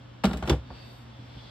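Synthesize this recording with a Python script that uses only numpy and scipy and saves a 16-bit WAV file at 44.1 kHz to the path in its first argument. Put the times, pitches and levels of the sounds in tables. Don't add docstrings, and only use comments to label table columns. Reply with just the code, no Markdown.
import sys
import numpy as np
from scipy import signal
from scipy.fft import rfft, irfft
from scipy.io import wavfile
from scipy.ndimage import uniform_filter1d

SR = 44100
rng = np.random.default_rng(int(sys.argv[2]) if len(sys.argv) > 2 else 0)


def bounce(signal):
    frames = np.transpose(np.atleast_2d(signal))
    limited = np.clip(frames, -1, 1)
    pcm = np.round(limited * 32767).astype(np.int16)
    wavfile.write(sys.argv[1], SR, pcm)


N = 66150
T = np.arange(N) / SR
BANDS_HZ = 1000 * 2 ** (np.arange(-15, 13) / 3)

# frequency in Hz, third-octave level in dB.
AIR_SPECTRUM = [(30, -72), (48, -60), (65, -61.5), (90, -58.5), (130, -65.5), (170, -65), (240, -63),
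                (400, -69), (650, -66.5), (1200, -64), (2000, -68.5), (2550, -69), (3200, -64.5),
                (4000, -71), (5000, -72), (6300, -79.5), (10000, -95), (13000, -89.5), (16000, -108)]
HISS_SPECTRUM = [(300, -2), (700, 3), (1400, -1), (2200, 0), (3400, 1), (5000, 0.5), (6300, -24),
                 (8000, -13), (10000, -39), (12500, -15), (16000, -47)]
SCRAPE_SPECTRUM = [(300, -10), (700, -2), (1500, -1.5), (3500, -9), (5000, -5.5), (6200, -31),
                   (8000, -10.5), (10000, -17), (12500, -13), (16000, -42)]
# centre in Hz, bandwidth in Hz, level in dB.
ROOM_RESONANCES = [(230.2, 31, -60.5), (292, 20.5, -64), (539, 20.5, -66.5), (648.4, 31, -68.5)]
# peak time, rise and fall in seconds, gain in dB.
HISS_SWELLS = [(0.778, 0.072, 0.14, -66), (1.43, 0.24, 0.12, -67)]
# peak time, rise and fall in seconds, centre and width in Hz, level in dB.
HISS_PEAKS = [(0.76, 0.054, 0.14, 4570, 270, -58), (0.84, 0.15, 0.14, 3650, 160, -62.5),
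              (0.85, 0.16, 0.056, 2670, 100, -64.5), (0.94, 0.085, 0.062, 12500, 2100, -73.5),
              (0.936, 0.092, 0.084, 8200, 3900, -72), (1.48, 0.15, 0.21, 3440, 250, -58),
              (1.177, 0.044, .06, 3400, 230, -65), (1.516, 0.13, .1, 4420, 1000, -59),
              (1.395, 0.015, 0.013, 3240, 600, -55)]
# time in seconds, gain in dB.
SCRAPE_ENVELOPE = [(.24, -66), (.262, -58), (.31, -55), (.36, -62), (.40, -57.5), (.44, -63), (.49, -47.5),
                   (.53, -54), (.60, -85)]

# start in seconds, level in dB.
HAND_BUMPS = [(.664, -43), (.712, -42.5), (1.1895, -42), (1.242, -51.5), (1.363, -42), (1.402, -58.5)]
CUPBOARD_PUSHES = [(.252, -24.5), (.270, -29.5), (.333, -27.5), (.350, -30.5), (.428, -25.5), (.508, -13),
                   (.706, -37), (1.345, -40)]
# start in seconds, then levels of ring, knock, clack and tick in dB.
SHELF_IMPACTS = [(.4250, -31, -30, -40, -46), (.4360, -48, -34, -43, -62), (.4540, -40, -48, -45, -64),
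                 (.7030, -44, -38.5, -57, -84)]
DOOR_IMPACTS = [(.4752, -29, -32.5, -35, -43), (.4840, -38, -30.5, -43, -51),
                (.4955, -30, -31.5, -20.5, -30.5), (.4990, -13.5, -30, -38, -52),
                (.5055, -40, -25, -33.5, -53), (.5260, -28.5, -25.5, -40, -67)]
TUB_IMPACTS = [(.2365, -62, -25, -35, -69), (.2392, -33, -21.5, -29, -35.5), (.2438, -12, -26, -32, -41),
               (.2530, -31.5, -33.5, -26, -35.5), (.2690, -42, -29, -44, -60), (.2955, -28, -30, -66, -66),
               (.3110, -28, -32.5, -41.5, -65), (.3320, -25.5, -33.5, -36, -46),
               (.3450, -33, -33, -62, -56), (.3580, -34, -35.5, -58, -60), (.3712, -36.5, -40.5, -41, -46)]
# frequency in Hz, gain in dB, time to decay by 60 dB in seconds.
BUMP_RESONANCES = [(120, 4, 0.12), (209.4, -0.5, 0.09), (266.6, -2, 0.153)]
CUPBOARD_RESONANCES = [(65.1, -0.5, 0.23), (77.1, 3, 0.098), (101.9, -11.5, 0.29), (143.8, -6, 0.24)]
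SHELF_RESONANCES = [(207.2, -3, 0.27), (434, -20, 0.077), (662, -2, 0.054), (734, 0.5, 0.067),
                    (794, -24, 0.073), (920, -13, 0.063), (1127, -4, 0.086), (1442, -9, 0.11)]
DOOR_RESONANCES = [(145.6, 0, 0.21), (244, -5, 0.16), (286.5, -13.5, .22), (347, 3.5, 0.06), (383, 0, 0.07),
                   (480, -7.5, .12), (541.6, -17, 0.25), (637, -20, 0.14), (783, -11.5, 0.099),
                   (946, -24, 0.17), (1280, -17, 0.11), (1366, -17, 0.067), (3175, -21, 0.064),
                   (3450, -17, 0.077)]
TUB_RESONANCES = [(199.3, 7.5, 0.087), (165.2, -14.5, 0.57), (189.5, -12, .4), (232, -17.5, 0.34),
                  (391, -12.5, 0.12), (470, -20.5, 0.11), (623.4, -12.5, 0.1), (646, -18, 0.1),
                  (784, -8, 0.065), (1230, -16.5, 0.047), (1400, -13.5, 0.063), (1747, -28, .07),
                  (2940, -22, 0.068), (3760, -18.5, 0.064)]
# frequency in Hz, gain in dB.
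SHELF_COLOUR = [(250, -15.5), (450, -9.5), (750, -2.5), (1300, -12), (2200, -8), (3500, -5), (5000, -20),
                (6200, -8), (8000, -12), (12500, -27), (16000, -24)]
DOOR_COLOUR = [(250, -8), (450, -8), (780, -8.5), (1300, -7.5), (2000, -9), (2500, -9), (3100, -4),
               (4000, -17.5), (5000, -8.5), (6200, -10.5), (8000, -9.5), (10000, -14.5), (12500, -12),
               (16000, -34)]
TUB_COLOUR = [(250, -7.5), (520, -12.5), (780, -11), (1300, -8), (2000, -10), (2500, -6.5), (3100, -6.5),
              (4000, -9.5), (5000, -9), (6200, -11.5), (8000, -6), (10000, -39), (12500, -9), (16000, -26)]
# frequency in Hz, time to decay by 60 dB in seconds.
CLATTER_DECAY = [(250, 0.076), (1000, 0.048), (4000, 0.05), (12000, 0.041)]
ROOM_DECAY = [(250, 0.29), (1000, 0.22), (4000, 0.22), (12000, 0.2)]

# frequency in Hz, side minus mid in dB.
NOISE_WIDTH = [(60, -14), (130, -11), (300, -5.5), (650, 0), (2000, -2.5), (5000, -4), (7000, -22)]
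IMPACT_WIDTH = [(60, -48), (250, -20.5), (600, -13), (1300, -16.5), (2500, 3.5), (5000, -12.5),
                (7000, -5.5), (14000, -13)]
# frequency in Hz, left minus right in dB.
CLATTER_PAN = [(250, 1), (1300, -.5), (2800, 1.5), (5000, -0.4), (9000, -0.5)]

KNOCK_HZ, CLACK_HZ, TICK_HZ = 930, 2350, 7700
OPPOSED = np.array([[1], [-1]])


def from_db(db):
    return 10 ** (np.asarray(db) / 20)


def at_hz(points, hz):
    f, value = np.transpose(points)
    return np.interp(np.log(hz), np.log(f), value)


def bell(peak_s, rise_s, fall_s):
    return np.exp(-.5 * ((T - peak_s) / np.where(T < peak_s, rise_s, fall_s)) ** 2)


def band_noise(hz, side_db, width_hz=None, envelope=1):
    width_hz, run_in, side_gain = width_hz or hz / 4, SR // 4, from_db(side_db)
    drive = rng.standard_normal((2, N + run_in)) * np.pad(envelope * np.ones(N), (run_in, 0), "edge")
    sos = signal.butter(2, [hz - width_hz / 2, hz + width_hz / 2], "band", fs=SR, output="sos")
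    mid, side = signal.sosfilt(sos, drive + 1e-18)[:, run_in:] * np.sqrt(SR / 2 / width_hz)
    return (mid + side_gain * side * OPPOSED) / np.sqrt(1 + side_gain ** 2)


def steady_noise(spectrum):
    return sum(from_db(at_hz(spectrum, hz)) * band_noise(hz, at_hz(NOISE_WIDTH, hz))
               for hz in BANDS_HZ if hz > spectrum[0][0] / 2)


def ring(hits, modes, build_cycles=0.79, scatter_db=0.64):
    out, t = np.zeros((2, N + SR)), T[:SR // 2]
    for start_s, hit_db, *_ in hits:
        start = int(start_s * SR)
        for (hz, mode_db, t60), (size, lean) in zip(modes, rng.standard_normal((len(modes), 2))):
            gain = from_db(hit_db + mode_db + scatter_db * size)
            swing = (1 - np.exp(-t * hz / build_cycles)) * np.exp(-np.log(1000) * t / t60)
            stereo_phase = np.sign(lean) * np.arctan(from_db(at_hz(IMPACT_WIDTH, hz))) * OPPOSED
            out[:, start:start + len(t)] += gain * swing * np.sin(2 * np.pi * hz * t + stereo_phase)
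    return out[:, :N]


def clatter(hits, colour, crack_t60_s=0.0081, crack_db=-3.5, room_db=-14.5):
    out = np.zeros((2, N))
    for hz in BANDS_HZ[BANDS_HZ > 220]:
        energy = np.zeros(N)
        for start_s, _, knock, clack, tick in hits:
            spectrum = [(KNOCK_HZ, knock), (CLACK_HZ, clack), (2 * CLACK_HZ, clack), (TICK_HZ, tick)]
            energy[int(start_s * SR)] += from_db(at_hz(spectrum, hz)) ** 2
        crack, body, reverb = (signal.lfilter([1], [1, -from_db(-60 / (t60 * SR)) ** 2], energy + 1e-20)
                               for t60 in (crack_t60_s, at_hz(CLATTER_DECAY, hz), at_hz(ROOM_DECAY, hz)))
        side_db = at_hz(IMPACT_WIDTH, hz)
        direct = band_noise(hz, side_db, envelope=np.sqrt(body + from_db(crack_db) ** 2 * crack))
        room = band_noise(hz, side_db + 1, envelope=np.sqrt(np.maximum(reverb - body, 0)))
        gain = from_db(at_hz(colour, hz) + at_hz(CLATTER_PAN, hz) * OPPOSED / 2)
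        out += gain * (direct + from_db(room_db) * room)
    return out


def room_noise(hum_hz=120.2, hum_db=-49.5):
    drones = sum(from_db(db) * band_noise(hz, at_hz(NOISE_WIDTH, hz), width)
                 for hz, width, db in ROOM_RESONANCES)
    hum = from_db(hum_db) * np.sqrt(2) * np.sin(2 * np.pi * hum_hz * T)
    return steady_noise(AIR_SPECTRUM) + drones + hum


def hiss():
    envelope = sum(from_db(db) * bell(*timing) for *timing, db in HISS_SWELLS)
    broadband = steady_noise(HISS_SPECTRUM) * envelope
    bands = sum(from_db(db) * bell(*timing) * band_noise(hz, at_hz(NOISE_WIDTH, hz), width)
                for *timing, hz, width, db in HISS_PEAKS)
    return broadband + bands


def scrape(grains_per_s=300, roughness_db=2.5):
    count = int(grains_per_s * N / SR)
    noise = steady_noise(SCRAPE_SPECTRUM)
    grain = np.interp(T, np.linspace(0, T[-1], count), rng.standard_normal(count))
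    gain_db = np.interp(T, *np.transpose(SCRAPE_ENVELOPE), left=-np.inf, right=-np.inf)
    return noise * from_db(gain_db + roughness_db * grain)


def bumps():
    return ring(HAND_BUMPS, BUMP_RESONANCES)


def cupboard():
    return ring(CUPBOARD_PUSHES, CUPBOARD_RESONANCES, build_cycles=0.54)


def shelf():
    return ring(SHELF_IMPACTS, SHELF_RESONANCES) + clatter(SHELF_IMPACTS, SHELF_COLOUR)


def door():
    return ring(DOOR_IMPACTS, DOOR_RESONANCES) + clatter(DOOR_IMPACTS, DOOR_COLOUR)


def tub():
    return ring(TUB_IMPACTS, TUB_RESONANCES, build_cycles=2.03) + clatter(TUB_IMPACTS, TUB_COLOUR)


def treble_lag(stereo, lag_s=.00025, above_hz=4500):
    left, right = stereo
    hz = np.arange(N + 1) * SR / (2 * N)
    delay = np.exp(-2j * np.pi * hz * lag_s * (hz > above_hz))
    smooth_delay = uniform_filter1d(delay, size=1500)
    return np.array([left, irfft(rfft(right, 2 * N) * smooth_delay)[:N]])


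def scene():
    return treble_lag(tub() + shelf() + door() + cupboard() + bumps() + scrape() + room_noise() + hiss())


def record(dry):
    low_cut_hz, stopband_hz = 54.7, 16800
    thinned = signal.sosfilt(signal.butter(4, low_cut_hz, "high", fs=SR, output="sos"), dry)
    return signal.sosfilt(signal.cheby2(14, 60, stopband_hz, fs=SR, output="sos"), thinned)


dry = scene()
out = record(dry)
bounce(out)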